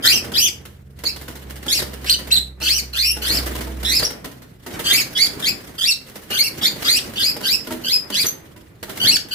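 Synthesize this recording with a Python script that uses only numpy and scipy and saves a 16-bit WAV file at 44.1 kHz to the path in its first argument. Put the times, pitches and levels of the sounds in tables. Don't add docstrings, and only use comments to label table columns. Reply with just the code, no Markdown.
import sys
import numpy as np
from scipy import signal
from scipy.fft import rfft, irfft, next_fast_len
from scipy.io import wavfile
from scipy.ndimage import uniform_filter1d

SR = 44100
rng = np.random.default_rng(int(sys.argv[2]) if len(sys.argv) > 2 else 0)


def generate_wav(sig):
    pcm = np.round(np.clip(np.atleast_2d(sig).T, -1, 1) * 32767).astype(np.int16)
    wavfile.write(sys.argv[1], SR, pcm)


def ratio_of_db(decibels):
    return 10 ** (np.asarray(decibels, float) / 20)


N = 411894

# t/s, firing f/Hz, level/dB, upper orders level/dB
DRONE = [
    (0.0, 63.9, -62, -58),
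    (1.15, 67.45, -43, -48),
    (3.84, 62.94, -33, -51.5),
    (5.5, 63.5, -105, -57),
]
# multiple of firing f, level/dB
DRONE_ORDERS = [(2, 5), (2.5, -16), (3, 0)]
# t/s, f/Hz, level/dB
PASSING_ENGINE = [
    (0.0, 85, -45),
    (1.26, 84.5, -60),
    (1.3, 83, -68),
]
# f/Hz, level/dB
FLOOR = [(15, -34), (25, -10), (65, 11), (158, -2.5), (431, -7), (922, -30), (1240, -32.5), (1390, -21.5),
         (4570, -48.5), (14300, -41), (16400, -48.5)]
# f/Hz, likeness (0-1)
LIKENESS = [(60, .97), (170, .92), (330, .66), (640, .12), (15000, .02)]

# t/s, wing air level/dB, feather contact with the wire level/dB
FLUTTER = [(0.29, -31, -22), (0.88, -59, -14.5), (1.15, -45, -13.5), (2.35, -36.5, -15), (2.56, -51, -24),
           (2.7, -37.5, -22), (3.12, -48.5, -8), (3.33, -32, -5), (4.04, -35.5, -27), (4.62, -53.5, -15),
           (4.71, -31.5, -15.5), (5.53, -35.5, -16), (6.01, -48, -10), (6.8, -34.5, -11.5),
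           (8.17, -39.5, -16), (8.8, -53, -16), (9.05, -27, -15.5), (9.3, -44.5, -18)]
# f/Hz, level/dB
WING_AIR = [(53, -10), (100, -2), (294, -0.5), (881, -12.5), (2500, -16.5), (4000, -62.5)]
# f/Hz, level/dB
FEATHERS = [(530, 9), (900, 0), (2000, 6.5), (2490, -2.5), (2820, 3.5), (7170, -4), (15200, -2),
            (16400, -49)]

# t/s, length/s, effort level/dB, low f/Hz, top f/Hz
SCREECHES = [(0.021, 0.17, -10, 1617, 2890), (0.332, 0.16, -14.5, 1642, 3055),
             (1.049, 0.053, -25.5, 2102, 2695), (1.678, 0.13, -15.5, 1643, 2846),
             (2.603, 0.2, -19, 1400, 3026), (2.926, 0.2, -19, 1470, 2766), (3.214, 0.18, -21, 1539, 2758),
             (3.845, 0.16, -17, 1728, 2648), (4.835, 0.19, -14.5, 1537, 2688),
             (5.147, 0.125, -13.5, 1658, 2516), (5.42, 0.095, -16, 1652, 2615),
             (5.777, 0.15, -16, 1568, 2785), (6.297, 0.19, -19.5, 1406, 2857),
             (6.61, 0.074, -11.5, 1710, 2492), (6.842, 0.15, -15, 1517, 2795),
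             (7.152, 0.17, -17.5, 1532, 2662), (7.426, .13, -16, 1490, 2685),
             (7.835, 0.14, -18, 1470, 2594), (8.117, 0.12, -17, 1439, 2523),
             (8.994, 0.18, -15.5, 1504, 2768), (9.307, 0.13, -17.5, 1476, 2700)]
# low note/s, rise/s, last f as share of top, overtone level/dB, windpipe ring level/dB
GLIDES = [(0.045, 0.085, 0.81, -3.5, -2.5), (0.025, .11, 0.68, -5.5, -3), (0.02, 0.033, 1, -6, 12.5),
          (0.038, 0.039, 0.55, -3.5, 2), (0.075, 0.075, 0.6, -1, 1.5), (0.041, .11, 1, -3.5, -1),
          (0.05, 0.1, 0.46, -2, 0.5), (0.055, .068, 0.69, -2, -1), (0.08, 0.065, 0.68, -0.5, 0.5),
          (0.033, 0.061, 0.6, -2.5, 0), (0.032, 0.041, 0.85, -6, -1), (0.062, .052, .6, -5, -0.5),
          (0.065, 0.088, 0.75, -5.5, 8), (.042, 0.034, 1, -3.5, -5.5), (0.023, .115, 0.33, -4, -0.5),
          (0.066, 0.059, .9, -5, 1.5), (0.044, .065, 0.9, -5, -0.5), (0.054, 0.042, 0.98, -5.5, -2),
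          (0.037, 0.06, 0.63, -2.5, -1.5), (.066, 0.069, 0.3, -4.5, 8.5), (0.034, 0.055, .85, -3, 7)]
# peak as share of rise, start level/dB, sag/dB, fundamental level/dB
PUSHES = [(0.037, -22.5, -13, -6), (0.17, -16.5, -5, -10.5), (0.46, -15, -1, -11),
          (0.24, -8.5, -10.5, -8.5), (0.15, -19, -4.5, -11), (0.32, -12, -1, -6.5), (0.12, -3, -3.5, -10),
          (0.18, -3.5, -1.5, -10), (0.22, -20, -5, -6), (0.67, -21, -11.5, -6.5), (0.64, -11.5, -9.5, -4.5),
          (1, -18, -1, -11.5), (.3, -15, -6, -7.5), (0.46, -19.5, -4.5, -8.5), (0.22, -10.5, -2.5, -7),
          (0.4, -16, -4.5, -10.5), (0.92, -18, -2.5, -13), (0.27, -15.5, 1, -14.5), (0.68, -16, -3, -9.5),
          (0.23, -12, -5, -10.5), (.3, -13, -3.5, -10)]
LATENESS = [1.8, 1.8, 1.8, 1.5, 2.2, 1.8, 2.2, 1.4, 1.8, 1.6, 1.8, 2.2, 1.8, 1.8, 1.8, 1.8, 1.8, 1.8, 1.8,
            3.6, 1.8]
HASTE = [1.7, 3, 1.7, 1.3, 1.3, 1.4, 0.89, 1.2, 1.2, 1.1, 1.5, 1.4, 1.2, 1.3, 1, 1.3, 1.2, 1.3, 1.3, 1.3,
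         1.3]
ROUGHNESS = [.55, .55, .43, .43, .4, .4, .45, .4, .4, .38, .36, .32, .24, .4, .4, .38, .32, .3, .38, .22,
             .3]
CHOP_RATES = [230, 270, 270, 270, 230, 250, 270, 270, 270, 270, 270, 250, 270, 270, 270, 270, 200, 100, 270,
              130, 270]
# f/Hz, level/dB
THROAT = [(590, -60), (1150, -30.5), (1450, -3.5), (2240, -7), (3040, -2.5), (4730, -2), (5600, -10),
          (6400, -12), (9220, -18), (10600, -14.5), (13900, -13.5), (15800, -39), (16400, -53)]

# t/s, feather snap level/dB, thump relative to it/dB
BLOWS = [(0.2432, -25, -2), (0.3184, -24, -3.5), (1.037, -19, -11.5), (1.2801, -25.5, -6),
         (1.5569, -31, -13), (1.6614, -24.5, -1), (2.1893, -26.5, -7), (2.6142, -26, -2),
         (3.1664, -25.5, -1), (3.5512, -21.5, -4), (3.6072, -20, -6), (3.6701, -30, 5), (3.8291, -22.5, -9),
         (4.1045, -25, -5.5), (4.2437, -22, -4.5), (4.6629, -27, 2), (4.7921, -18.5, -7),
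         (5.3956, -21.5, -11), (6.3048, -18.5, -6.5), (6.6187, -22.5, -3), (7.364, -23.5, -1),
         (7.4067, -25.5, 0), (7.671, -25.5, 2), (7.707, -22.5, 5), (7.722, -27, -2), (8.101, -21, -2.5),
         (8.5613, -38.5, 1), (8.8286, -23, -8.5), (8.8819, -39, 9.5), (8.8934, -23.5, -60),
         (8.9706, -24, -15), (2.6005, -34.5, -18), (8.9575, -30, -10)]
# t/s, feather snap level/dB
BRUSHES = [(0.6519, -30.5), (0.988, -34), (1.16, -28), (1.211, -30), (1.353, -28.5), (1.4339, -52),
           (1.499, -28.5), (1.627, -30), (1.933, -27.5), (2.0443, -23.5), (2.27, -27.5), (3.459, -19),
           (3.9953, -18), (4.023, -17.5), (4.314, -35), (4.419, -36.5), (1.79, -20), (1.82, -20.5),
           (5.257, -29), (5.3336, -32), (6.097, -33), (5.648, -57), (5.73, -57), (6.047, -44), (6.156, -26),
           (6.217, -37), (6.759, -27.5), (6.8197, -19), (7.135, -30.5), (8.2412, -18.5), (9.2853, -32.5)]
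# f/Hz, level/dB, t60/s
TRAY_MODES = [(219.4, 1, 0.35), (307.2, 0, 0.31), (406.5, 1, 0.2), (591, -2.5, 0.21), (875, 7, 0.068),
              (1380, 7.5, 0.04)]

# t/s, effort level/dB, f/Hz, rasp (0-1)
WHISTLES = [
    [(2.058, -24, 2200, .95), (2.086, -18.5, 2856, .6), (2.096, -12.5, 2894, .1), (2.099, -5.5, 4330, .1),
     (2.113, -11.5, 4215, .1), (2.117, -13, 4820, .1), (2.138, -10.5, 4280, .15), (2.142, -18.5, 2997, .1),
     (2.16, -26.5, 2965, .15)],
    [(2.303, -21.5, 2030, .5), (2.315, -20, 2800, .4), (2.318, -8, 3790, .15), (2.336, -15, 4250, .15),
     (2.353, -15.5, 4450, .15), (2.366, -16.5, 3400, .2), (2.374, -10.5, 3894, .1),
     (2.392, -17.5, 4030, .15), (2.405, -32, 4250, .15)],
    [(4.031, -10, 4570, 0.9), (4.041, -28, 4590, 0.6), (4.051, -13, 5810, 0.4), (4.07, -20.5, 5290, 0.3),
     (4.077, -35.5, 5020, 0.3)],
    [(8.257, -24, 5660, .2), (8.266, -22, 6285, .1), (8.28, -24, 6190, .1), (8.3, -19, 6220, .1)],
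]
# second level/dB, third level/dB
WHISTLE_OVERTONES = [(-13, -16.5), (-13, -15), (-13.5, -31.5), (0, -40)]

# t/s, length/s, slip f/Hz, level/dB
SQUEAK = (4.736, .028, 762, -38)
# f/Hz, level/dB
SQUEAK_COLOUR = [(700, -25), (1530, -2), (5300, -8), (12800, -17)]

# f/Hz, t60/s
ROOM = [(200, 0.99), (2000, 0.52), (5000, 0.5), (12000, 0.46)]
# f/Hz, left-right level/dB
SHADOW = [(240, -2), (950, -1.5), (3770, -.5), (15000, -3)]


def evened(x):
    return x / np.sqrt(np.mean(x ** 2) + 1e-20)


def read(points, hz):
    f, value = np.transpose(points)
    return np.interp(np.log(hz + 1), np.log(f + 1), value)


def add(mix, s, sound):
    part = mix[..., round(s * SR):][..., :sound.shape[-1]]
    part += sound[..., :part.shape[-1]]


def curve(rows):
    s, *columns = np.transpose(rows)
    t = np.arange(s[0], s[-1], 1 / SR)
    return [np.interp(t, s, c) for c in columns]


def whole(rows):
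    s, *columns = np.transpose(rows)
    return [np.interp(np.arange(N) / SR, s, c) for c in columns]


def drift(count, hz):
    size = next_fast_len(max(count, SR // 4), real=True)
    spectrum = rfft(rng.standard_normal(size))
    smooth = np.exp(-(np.fft.rfftfreq(size, 1 / SR) / hz) ** 2)
    return evened(irfft(spectrum * smooth, size)[:count])


def hiss(points, patchy_db):
    frames, hz = N // 128 + 5, np.fft.rfftfreq(512, 1 / SR)
    a, b, c, d, patches = rng.standard_normal((frames, 257, 5)).T
    patches = uniform_filter1d(patches, size=10, axis=0)
    patches = evened(uniform_filter1d(patches, size=8, axis=1))
    same = np.clip(read(LIKENESS, hz), -1, 1)[:, None]
    left = a + 1j * b
    right = same * left + np.sqrt(1 - same ** 2) * (c + 1j * d)
    z = np.array([left, right]) * ratio_of_db(read(points, hz)[:, None] + patchy_db * patches)
    return evened(signal.istft(z, nperseg=512, noverlap=384)[1][:, :N])


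def engines():
    out = np.zeros(N)
    hz, db, upper_db = curve(DRONE)
    turns = np.cumsum(hz) / SR
    upper = sum(ratio_of_db(order_db) * np.sin(2 * np.pi * k * turns) for k, order_db in DRONE_ORDERS)
    tone = ratio_of_db(db + 5.0) * np.sin(2 * np.pi * turns) + ratio_of_db(upper_db) * upper
    waver = ratio_of_db(2.2 * drift(count=len(hz), hz=3.7))
    add(out, 0, tone * waver * signal.windows.tukey(len(hz), .05))
    hz, db = curve(PASSING_ENGINE)
    tone = ratio_of_db(db + 9) * np.sin(2 * np.pi * np.cumsum(hz) / SR)
    add(out, 0, tone * signal.windows.tukey(len(hz), .2))
    return out


def flutter():
    air_db, contact_db = whole(FLUTTER)
    beat_db = 3 * drift(count=N, hz=40)
    lumps_db = np.clip(2.4 * drift(count=N, hz=25), -5, 3.5)
    air = ratio_of_db(air_db - 2.5 + lumps_db) * hiss(WING_AIR, patchy_db=1.0)
    rustle = ratio_of_db(air_db + contact_db + 9.5 + beat_db) * hiss(FEATHERS, patchy_db=2.0)
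    return air + rustle


def breath(count):
    size = next_fast_len(max(count, SR // 4), real=True)
    air = rfft(rng.standard_normal(size))
    throat = ratio_of_db(read(THROAT, np.fft.rfftfreq(size, 1 / SR)))
    return evened(irfft(air * throat, size)[:count])


def contour(length, effort_db, low_hz, top_hz, held, glide, last, ring_db,
            peak_at, start_db, sag_db, late, haste):
    attack_s, held_db = 0.028, -6.5
    ring_hz, ring_width_hz, pull = 2216, 190, .95
    t = np.arange(0, length, 1 / SR)
    up = np.clip((t - held) / glide, 0, 1)
    up = 1 - (1 - up) ** max(haste, 1)
    down = np.clip((t - held - glide) / max(length - held - glide, .005), 0, 1) ** late

    peak = held + np.clip(peak_at, .02, 1) * glide
    times = [0, min(attack_s, held), peak, max(length, peak + .005)]
    shape_db = np.interp(t, times, [start_db, held_db, 0, sag_db])

    low_hz = low_hz * (1 + .06 * np.minimum(t / held, 1))
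    hz = (low_hz + (top_hz - low_hz) * up) * (1 - (1 - last) * down)
    off = (hz - ring_hz) / ring_width_hz
    surge_db = 0.7 * drift(count=len(t), hz=45.4)
    shape_db = shape_db + ring_db * np.exp(-off ** 4) + surge_db
    caught = pull * np.clip(0.397 + ring_db / 13, 0, 1) * np.exp(-(off / 2) ** 4)
    return effort_db + shape_db, hz - caught * (hz - ring_hz)


def screech(effort_db, hz, rough, chop_hz, low_db, high_db):
    n = len(hz)
    rough = np.clip(rough * (2200 / hz), .15, 1)
    hz = hz * (1 + .068 * rough * drift(count=n, hz=350) + .022 * drift(count=n, hz=70))
    turns = np.cumsum(hz) / SR
    chop_turns = np.cumsum(chop_hz * (1 + 0.2934 * drift(count=n, hz=58.8))) / SR
    chop = np.cos(2 * np.pi * chop_turns)
    tone = 0
    for k in range(1, 10):
        tilt_db = low_db if k == 1 else high_db * (k > 2)
        tilt_db = tilt_db + 3.2 * drift(count=n, hz=45)
        level = ratio_of_db(read(THROAT, k * hz) + tilt_db) * (k * hz < 17000)
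        flicker = 1 + rough * (1.97 * chop + 0.19 * drift(count=n, hz=253))
        tone = tone + level * flicker * np.cos(2 * np.pi * k * turns)
    tone = tone / np.sqrt(uniform_filter1d(tone ** 2, size=900) + 1e-9)
    puffs = (1 + 2.8 * chop) * breath(count=n)
    voice = tone + ratio_of_db(-15.0 + 2 * high_db) * rough * puffs
    return ratio_of_db(effort_db + 0.5) * voice * signal.windows.tukey(n, .08)


def placed(call, pan_db, direct_db):
    left_at, right_at = 21, 4
    t = np.arange(900) / SR
    turn = np.linspace(0, np.pi / 2, len(call))
    out = 0
    for fade in (np.cos(turn), np.sin(turn)):
        sparse = rng.random((2, 900)) < .08
        walls = rng.standard_normal((2, 900)) * sparse * ratio_of_db(-60 * t / 0.05)
        walls *= ratio_of_db(2.0) / np.linalg.norm(walls, axis=1, keepdims=True)
        walls[0, left_at] += ratio_of_db(direct_db + pan_db / 2)
        walls[1, right_at] += ratio_of_db(direct_db - pan_db / 2)
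        out = out + signal.fftconvolve((call * fade)[None], walls, axes=1)
    return out


def screeches():
    out = np.zeros((2, N))
    rows = zip(SCREECHES, GLIDES, PUSHES, LATENESS, HASTE, ROUGHNESS, CHOP_RATES)
    for (s, *call), (*glide, high_db, ring_db), (*push, low_db), late, haste, rough, chop_hz in rows:
        effort_db, hz = contour(*call, *glide, ring_db, *push, late, haste)
        voice = screech(effort_db, hz, rough, chop_hz, low_db, high_db)
        add(out, s, placed(voice, pan_db=4, direct_db=-8.0))
    return out


def slaps():
    snap, thump = np.zeros(N), np.zeros(N)
    t = np.arange(6000) / SR
    strokes = BLOWS + [(s, db, -10 - max(db + 28, 0)) for s, db in BRUSHES]
    chance = rng.random((len(strokes), 3 * len(TRAY_MODES) + 1))
    for (s, db, thump_db), (long, *luck) in zip(strokes, chance):
        onset = 1 - np.exp(-t / (.002 + .003 * long))
        add(snap, s - .001, ratio_of_db(db - 60 * t / (.07 + .05 * long)) * onset)
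        ring = 0
        for (hz, mode_db, t60), (a, b, c) in zip(TRAY_MODES, np.reshape(luck, (-1, 3))):
            detuned_hz = hz * (0.9055 + 0.2627 * b)
            ring = ring + ratio_of_db(mode_db - 4.3 * a - 60 * t / t60) * np.sin(2 * np.pi * (detuned_hz * t + c))
        add(thump, s - .002, ratio_of_db(db + thump_db - 6.5) * ring * (1 - np.exp(-t / 0.0078)))
    crackle = ratio_of_db(2.2 * drift(count=N, hz=490))
    return ratio_of_db(-0.5) * snap * crackle * hiss(FEATHERS, patchy_db=1.2) + thump


def whistle(rows, second_db, third_db):
    effort_db, hz, rasp = curve(rows)
    n = len(hz)
    rasp = np.clip(rasp, .13, 0.24 + .7 * (hz < 3000))
    turns = np.cumsum(hz * (1 + 0.11 * rasp * drift(count=n, hz=380))) / SR
    second_db = second_db + 9 * np.clip((3700 - hz) / 600, 0, 1)
    tone = 0
    for k, db in ((1, 0.0097), (2, second_db), (3, third_db)):
        tone = tone + ratio_of_db(db) * np.cos(2 * np.pi * k * turns) * (k * hz < 17000)
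    tone = tone * (1 + 0.65 * drift(count=n, hz=240))
    voice = np.clip(1 - rasp, .1, 1) * tone + (0.05 + 0.46 * rasp) * breath(count=n)
    return ratio_of_db(effort_db - 4.0) * voice * signal.windows.tukey(n, .1)


def whistles():
    out = np.zeros((2, N))
    for rows, overtones in zip(WHISTLES, WHISTLE_OVERTONES):
        add(out, rows[0][0], placed(whistle(rows, *overtones), pan_db=0.61, direct_db=1.5))
    return out


def squeak():
    s, length, hz, db = SQUEAK
    t, out = np.arange(0, length, 1 / SR), np.zeros(N)
    turns = np.cumsum(hz * (1 + .012 * drift(count=len(t), hz=300))) / SR
    clicks = 0
    for k in range(1, 18):
        clicks = clicks + ratio_of_db(read(SQUEAK_COLOUR, k * hz)) * np.cos(2 * np.pi * k * turns + k * k)
    add(out, s, ratio_of_db(db) * evened(clicks) * signal.windows.tukey(len(t), .3))
    return out


def room(x, first, t60_scale):
    taps = np.zeros((2, SR // 2))
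    at = np.arange(first, SR // 2 - 20, 20)
    at = at + rng.integers(0, 20, (2, len(at)))
    np.put_along_axis(taps, at, rng.choice([-1., 1.], at.shape), 1)
    hz, t, z = signal.stft(taps, SR, nperseg=256)
    decay = ratio_of_db(-60 * t / (t60_scale * read(ROOM, hz)[:, None]))
    tail = signal.istft(z * decay, SR, nperseg=256)[1]
    return signal.fftconvolve(x, tail / np.linalg.norm(tail[0]), axes=1)[:, :N]


def scene():
    calls = screeches() + whistles() + squeak()
    hits = slaps()
    upper = signal.sosfilt(signal.butter(2, 260, "high", fs=SR, output="sos"), hits)
    wet = ratio_of_db(-9.0) * room(calls, first=500, t60_scale=0.5)
    wet = wet + ratio_of_db(-6.) * room(upper, first=200, t60_scale=.85)
    floor = ratio_of_db(-48) * hiss(FLOOR, patchy_db=0.5)
    return calls + wet + hits + flutter() + engines() + floor


def roll_off(x):
    return signal.sosfilt(signal.butter(12, 16500, fs=SR, output="sos"), x)


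def record(dry):
    size = next_fast_len(N, real=True)
    hz = np.fft.rfftfreq(size, 1 / SR)
    shading = ratio_of_db(read(SHADOW, hz) * np.array([[.5], [-.5]]))
    bass_cut = 1 / np.sqrt(1 + (48 / (hz + 1)) ** 5)
    heard = irfft(rfft(dry, size) * shading * bass_cut * (hz < 16450), size)[:, :N]
    limited = .9 * np.tanh(heard / .9)
    return roll_off(limited)


dry = scene()
out = record(dry)
generate_wav(out)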